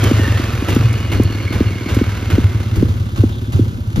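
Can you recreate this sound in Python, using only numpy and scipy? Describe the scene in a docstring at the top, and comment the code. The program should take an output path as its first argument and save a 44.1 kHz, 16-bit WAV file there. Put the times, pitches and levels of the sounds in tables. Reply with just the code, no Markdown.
"""Motorcycle through a garden hose

A single-cylinder engine runs in an open field, its exhaust led through a hose into a horn.
The strokes come out as low booms and falling chirps; throttle blips bring a gulp of air and a
loud pop while the revs sag. On top, the engine clatters, whines, ticks and rings. After 2.4 s
we turn towards the horn, and the clatter slips from beside us to behind us.
Near the end a hollow whistle falls through the hiss."""
import sys
import numpy as np
from scipy import signal
from scipy.fft import rfft, irfft
from scipy.io import wavfile

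SR = 44100
rng = np.random.default_rng(int(sys.argv[2]) if len(sys.argv) > 2 else 0)


def inscribe(sig):
    """Save sig as 16-bit PCM at rate SR to the path in sys.argv[1].

    A 1-D sig is mono; a 2-D sig holds one channel per row.
    Samples are clipped to [-1, 1] before scaling.
    """
    pcm = np.round(np.clip(np.atleast_2d(sig).T, -1, 1) * 32767)
    wavfile.write(sys.argv[1], SR, pcm.astype(np.int16))


N = 176400
TIME = np.arange(N) / SR
FREQS = np.maximum(np.fft.rfftfreq(N, 1 / SR), 1)

# engine revs: t/s, cycle rate/Hz
REVS = [(0, 26.8), (.12, 24.6), (.45, 21.4), (.62, 20.1), (.69, 23.3), (.85, 20.8), (1.15, 20.6),
        (1.55, 19.3), (2.1, 18.2), (2.8, 16.5), (4, 16.5)]
# strokes that fire hard: t/s, level/dB
POPS = [(.036, -9), (0.11, -2), (0.191, -7.5), (0.276, -10), (.394, -10), (0.62, -10), (.727, -14),
        (0.761, -1.5), (1.196, -0.5), (1.604, -1.5), (1.858, -12), (1.965, -4.5), (2.011, -2.5),
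        (2.379, -1.5), (2.824, -1.5), (3.234, -1.5), (3.591, -4), (3.959, -21)]
# level ride of the soft strokes between them: t/s, level/dB
SOFT_CHIRP_RIDE = [(0, -20.5), (1.5, -18), (2.5, -19), (3, -27), (4, -45)]
# big booms from the horn: peak t/s, level/dB
BOOMS = [(0, -11.5), (.03, -9.5), (.107, -9.5), (.225, -6), (.355, -7), (.49, -8.5), (.7, -6.5), (.765, -6),
         (.808, -7.5), (.855, -5), (.908, -5.5), (1.095, -9.5), (1.155, -9), (1.21, -11.5), (1.26, -5),
         (1.357, -12), (1.562, -3.5), (1.62, -10), (1.669, -6.5), (1.927, -6), (1.973, -4), (2.026, -6),
         (2.08, -5.5), (2.276, -9), (2.342, -5.5), (2.4, -4.5), (2.453, -4), (2.606, -7.5), (2.789, -3.5),
         (2.854, -4.5), (2.908, -6.5), (3.073, -12), (3.206, -5), (3.265, -9.5), (3.49, -11.5),
         (3.558, -7.5), (3.62, -5), (3.948, -9.5)]
# level ride of the soft booms between them: t/s, level/dB
SOFT_BOOM_RIDE = [(.25, -6), (.5, -13), (1.8, -14), (2.6, -11)]
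# upper hose resonances: f/Hz, level/dB, rise/s
HOSE_MODES = [(239.3, -27.5, 0.0131), (346.6, -33.5, 0.01824), (567, -46, 0.022)]
# low resonances of hose and horn: f/Hz, level against the boom/dB, rise/s
HORN_MODES = [(70, -14, 0.037), (102.7, -2, 0.023)]
# throttle blips: t/s, rumble push/steps, clatter lift/dB, chuff level/dB
BLIPS = [(0.03, 7.5, -0.5, -22), (0.683, 7.5, 4, -18), (1.116, 8, 3.5, -20), (1.523, 4, 5.5, -25),
         (1.886, 3.5, 7, -34), (2.3, 8, 4.5, -23.5), (2.754, 10, 2, -34), (3.158, 6, 9, -60),
         (3.52, 8, 10.5, -54), (3.957, 10.5, 9.5, -34)]
# tone of the gas rumble: f/Hz, relative level/dB
RUMBLE_EQ = [(20, -22), (38, 10.5), (65, 1.5), (110, 12), (180, 5), (330, -3.5), (550, -16), (1400, -106)]
# clatter rides, beside and behind us: t/s, level/dB
BESIDE_RIDE = [(0, -21.5), (.3, -25), (.55, -27), (.85, -28.5), (1.05, -31), (1.8, -32), (2.1, -30),
               (2.45, -32), (2.8, -36.5), (3.1, -47.5), (4, -67)]
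BEHIND_RIDE = [(0, -63), (2.3, -48), (2.8, -36.5), (3.3, -40), (3.8, -41.5), (4, -38.5)]
# clatter tone from each side: f/Hz, relative level/dB
BESIDE_EQ = [(200, 4), (500, 4.5), (850, -3), (1200, 1), (1600, -1), (1850, -4.5), (2900, -5), (3500, -6.5),
             (5200, -12.5), (9800, -21.5), (14000, -23.5)]
BEHIND_EQ = [(450, -0.5), (800, 3), (1550, 1.5), (1850, -7), (2400, -5), (3300, -3.5), (5200, -11),
             (8000, -15.5), (14000, -19)]
# stereo image from each side: f/Hz, left over right/dB, left lead/rad, coherence/0-1
BESIDE_IMAGE = [(500, -1, .5, .75), (740, -8, -.1, .8), (1000, -3, .5, .85), (1560, -5, .7, .88),
                (1710, 1, 0, .85), (2200, -4, .3, .92), (2900, 1, 1.2, .87), (4300, 4, .3, .85),
                (5500, 1, -1, .5), (8400, 0, -3.1, .9), (11500, 0, -6.3, .9)]
BEHIND_IMAGE = [(480, 0, 0, .7), (700, -3, -2.3, .7), (1000, -7, -2.5, .75), (1560, -5, -2.6, .8),
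                (1800, 4, -2.5, .4), (3500, 0, -4.9, .75), (6000, 0, -7, .6), (8400, 0, -9.4, .9),
                (11500, 0, -12.6, .9)]
# engine case resonances: f/Hz, width/Hz, lift/dB
CASE_MODES = [(1348, 14, 4), (1494, 23, 5.5), (2080, 160, 3.5), (2780, 87, 4), (6600, 840, 4)]
# gear whine: multiple of the cycle rate, level against the clatter at mean revs/dB
GEAR_PARTIALS = [(54, -18), (86, -18), (121, -16)]
# tone of the intake chuff: f/Hz, relative level/dB
CHUFF_EQ = [(300, 10.5), (1200, 3), (2800, 2.5), (5000, -10), (13000, -15)]
# sharp metal ticks: t/s, level/dB, decay/s
TICKS = [(0.041, -19.5, 0.0051), (0.695, -26, 0.0043), (0.749, -21.5, 0.0037), (0.929, -25.5, 0.0029),
         (1.234, -24, 0.0048), (1.946, -24.5, 0.0089), (2.758, -27.5, 0.01), (3.523, -33, 0.007)]
# tone of the ticks: f/Hz, relative level/dB
TICK_EQ = [(400, 11), (1200, -3.5), (6900, 0.5), (15000, -4)]
# rough rings and, in the last row, a hollow falling whistle:
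# peak t/s, half-length/s, f/Hz, glide/(Hz/s), width/Hz, level/dB
RINGS_AND_WHISTLE = [(.29, .13, 1820, -100, 35, -31.5), (.66, .05, 1315, 0, 15, -36),
                     (1.6, .8, 2190, -20, 100, -39.5), (1.5, .9, 4330, -100, 140, -46.5),
                     (1.2, .7, 2880, -60, 70, -42), (3.35, .35, 3550, -750, 300, -48)]


def from_db(db):
    """Decibels to gain."""
    return 10 ** (np.asarray(db) / 20)


def rms_one(x):
    """Scale to rms 1."""
    return x / np.sqrt(np.mean(x ** 2) + 1e-20)


def in_time(rows):
    """A control curve at every sample."""
    return np.interp(TIME, *np.transpose(rows))


def over_hz(rows):
    """Each column of a table at every frequency."""
    hz, *columns = np.transpose(rows)
    return [np.interp(np.log(FREQS), np.log(hz), c) for c in columns]


def noise(gain):
    """Noise with the given gain per frequency; rms 1."""
    return rms_one(irfft(rfft(rng.standard_normal(N)) * gain, N))


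def add(out, s, sound):
    """Mix a sound in at a time."""
    start = int(round(s * SR))
    a, b = max(start, 0), min(start + len(sound), N)
    if b > a:
        out[a:b] += sound[a - start:b - start]


def swell(t, peak_s, sharpness):
    """A rounded rise to 1 and a fall."""
    return (t / peak_s * np.exp(1 - t / peak_s)) ** sharpness


def unsteady_tone(turns, width_hz):
    """A tone whose strength and phase wander."""
    narrow = 1 / (1 + (FREQS / width_hz) ** 2)
    return noise(narrow) * np.sin(2 * np.pi * turns) + noise(narrow) * np.cos(2 * np.pi * turns)


def cycles():
    """Engine cycles counted since the start."""
    return np.cumsum(in_time(REVS)) / SR


def beats(accents, soft_ride, jitter_s=.00164, scatter_db=2.5):
    """The engine's rhythm as t/s, level/dB: accents, filled in with loose soft beats at the revs."""
    fills = []
    for (s, _), (until, _) in zip(accents, accents[1:]):
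        first, last = np.interp([s, until], TIME, cycles())
        count = max(1, int(round(last - first)))
        fills += list(np.linspace(s, until, count + 1)[1:-1])
    rows = [tuple(beat) for beat in accents]
    for s in fills:
        db = np.interp(s, *np.transpose(soft_ride))
        rows.append((s + jitter_s * rng.normal(), db + scatter_db * rng.normal()))
    return np.array(sorted(rows))


def pipe_resonance(t, hz, db, peak_s, detune=.044, scatter_db=2.36):
    """The air in the pipe swells and dies, a little different in pitch and level each time."""
    tone = np.cos(2 * np.pi * hz * (1 + detune * rng.normal()) * (t - peak_s))
    return from_db(db + scatter_db * rng.normal()) * swell(t, peak_s, sharpness=3.45) * tone


def hose_chirp(t, db, end_hz=193.3, fall_s=.0038):
    """The hose smears a stroke into a falling chirp: the highs arrive first."""
    drop_hz = 538 * from_db(.2 * db)   # softer strokes start lower
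    turns = np.cumsum(end_hz + drop_hz * np.exp(-t / fall_s)) / SR
    return -from_db(db) * swell(t, peak_s=.0065, sharpness=4) * np.cos(2 * np.pi * turns)


def exhaust(strokes, booms, right_lag_s=.00009):
    """Each stroke chirps and rings the hose; the lows leave the horn as separate swelling booms."""
    out, t = np.zeros(N), TIME[:SR // 10]
    for s, db in strokes:
        add(out, s, hose_chirp(t, db))
        for hz, mode_db, peak_s in HOSE_MODES:
            add(out, s, pipe_resonance(t, hz, mode_db, peak_s))
    for s, db in booms:
        for hz, mode_db, peak_s in HORN_MODES:
            add(out, s - peak_s, pipe_resonance(t, hz, db + mode_db, peak_s))
    return np.array([out, np.interp(TIME - right_lag_s, TIME, out)])


def throttle(lifts, attack_s, release_s):
    """Each blip opens quickly to its lift and dies away."""
    out = np.zeros(N)
    for (s, *_), lift in zip(BLIPS, lifts):
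        opening = np.clip((TIME - s) / attack_s, 0, 1)
        out += lift * opening * np.exp(-np.maximum(TIME - s - attack_s, 0) / release_s)
    return out


def gas_rumble(push, idle_db=-31.5, db_per_step=1.76, side_db=-10.5):
    """A bed of turbulent gas that surges as the throttle opens."""
    colour = from_db(over_hz(RUMBLE_EQ)[0])
    mid, side = noise(colour), from_db(side_db) * noise(colour)
    return from_db(idle_db + db_per_step * push) * np.array([mid + side, mid - side])


def valve_taps(strokes, tap_db=-3.5, scatter_db=2.6, decay_s=.0091):
    """Envelope of the clatter: two valves snap shut in each cycle, over a steady floor."""
    out, t = np.ones(N), TIME[:SR // 10]
    times = strokes[:, 0]
    halfway = (times[1:] + times[:-1]) / 2
    for s in np.concatenate([times, halfway]):
        add(out, s, from_db(tap_db + scatter_db * rng.normal()) * np.exp(-t / decay_s))
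    return rms_one(out)


def chain_rattle(clicks_per_s=650, spread_db=2.5, rattle_db=-1):
    """The chain's grit: dense clicks of uneven size over a hiss."""
    sizes = from_db(spread_db * np.minimum(rng.exponential(1, N), 5)) * rng.choice([-1, 1], N)
    clicks = rms_one(sizes * (rng.random(N) < clicks_per_s / SR))
    return rms_one(rng.standard_normal(N) + from_db(rattle_db) * clicks)


def through_case(envelope, eq, image, tones=None):
    """Shaped rattle rings the engine case; any tones join it, and the mix is spread in stereo."""
    case_db = sum(db / (1 + (2 * (FREQS - hz) / width) ** 2) for hz, width, db in CASE_MODES)
    colour = rms_one(from_db(over_hz(eq)[0] + case_db))
    balance_db, lead, coherence = over_hz(image)
    shared = rfft(envelope * chain_rattle()) * colour
    if tones is not None:
        shared += rfft(tones)
    channels = []
    for sign in (1, -1):   # left, right
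        direct = np.sqrt(coherence) * shared * np.exp(.5j * sign * lead)
        diffuse = np.sqrt(1 - coherence) * rfft(envelope * chain_rattle()) * colour
        pan = np.sqrt(2 / (1 + from_db(-2 * sign * balance_db)))
        channels.append(irfft(pan * (direct + diffuse), N))
    return np.array(channels)


def gear_whine(db_per_hz=.26):
    """Gear teeth mesh at fixed multiples of the revs and quieten as the engine slows."""
    revs = in_time(REVS)
    mesh = sum(from_db(db) * unsteady_tone(k * cycles(), width_hz=28) for k, db in GEAR_PARTIALS)
    return from_db(db_per_hz * (revs - revs.mean())) * mesh


def intake_gulps(start_hz=285.5, rise_hz_per_s=3960):
    """The intake gives a short rising hoot on each blip, fading as it leaves our side."""
    out, t = np.zeros(N), TIME[:SR // 10]
    turns = np.cumsum(start_hz + rise_hz_per_s * t) / SR
    hoot = swell(t, peak_s=.0076, sharpness=.43) * np.sin(2 * np.pi * turns)
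    for s, *_ in BLIPS:
        add(out, s, hoot)
    ride_db = in_time(BESIDE_RIDE)
    return from_db(-23.5 + ride_db - np.median(ride_db)) * out


def intake_chuffs(attack_s=.0025, decay_s=.033):
    """Envelope of the rasp of air as the throttle snaps open."""
    out, t = np.zeros(N), TIME[:SR // 5]
    for s, _, _, db in BLIPS:
        add(out, s, from_db(db) * np.minimum(t / attack_s, 1) * np.exp(-t / decay_s))
    return out


def metal_ticks():
    """Envelope of the bright metal ticks: a hard edge and a tiny tail."""
    out, t = np.zeros(N), TIME[:SR // 10]
    for s, db, decay_s in TICKS:
        add(out, s, from_db(db) * np.exp(-t / decay_s))
    return out


def rings_and_whistle(flutter_hz=18, flutter_db=4):
    """Rough rings and, near the end, a hollow falling whistle in the hiss swell, flutter and fade."""
    out = np.zeros(N)
    slow = 1 / (1 + (FREQS / flutter_hz) ** 4)
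    for s, half_length_s, hz, glide, width_hz, db in RINGS_AND_WHISTLE:
        envelope = from_db(db + flutter_db * noise(slow)) * np.exp(-((TIME - s) / half_length_s) ** 2)
        turns = np.cumsum(hz + glide * (TIME - s)) / SR
        out += envelope * unsteady_tone(turns, width_hz)
    return out


def scene():
    """Exhaust in the middle; the engine's clatter crossfades from beside us to behind us."""
    strokes, booms = beats(POPS, SOFT_CHIRP_RIDE), beats(BOOMS, SOFT_BOOM_RIDE)
    taps = valve_taps(strokes)
    _, rumble_pushes, clatter_lifts, _ = np.transpose(BLIPS)
    push = throttle(rumble_pushes, attack_s=.023, release_s=.18)
    lift_db = throttle(clatter_lifts, attack_s=.0031, release_s=.12)
    beside = from_db(in_time(BESIDE_RIDE)) * through_case(taps, BESIDE_EQ, BESIDE_IMAGE, gear_whine())
    behind = from_db(in_time(BEHIND_RIDE)) * through_case(taps, BEHIND_EQ, BEHIND_IMAGE)
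    clatter = from_db(lift_db) * (beside + behind)
    top_layer = through_case(metal_ticks(), TICK_EQ, BESIDE_IMAGE, taps * rings_and_whistle())
    intake = intake_gulps() + through_case(intake_chuffs(), CHUFF_EQ, BESIDE_IMAGE)
    return exhaust(strokes, booms) + gas_rumble(push) + clatter + intake + top_layer


def record(dry, low_cut_hz=30, high_cut_hz=14200):
    """Trim the sub bass, soft-clip the loudest pops and cut the very top."""
    dry = signal.sosfilt(signal.butter(2, low_cut_hz, "high", fs=SR, output="sos"), dry)
    rounded = dry / (1 + dry ** 8) ** (1 / 8)
    return signal.sosfilt(signal.ellip(8, .2, 70, high_cut_hz, fs=SR, output="sos"), rounded)


dry = scene()
out = record(dry)
inscribe(out)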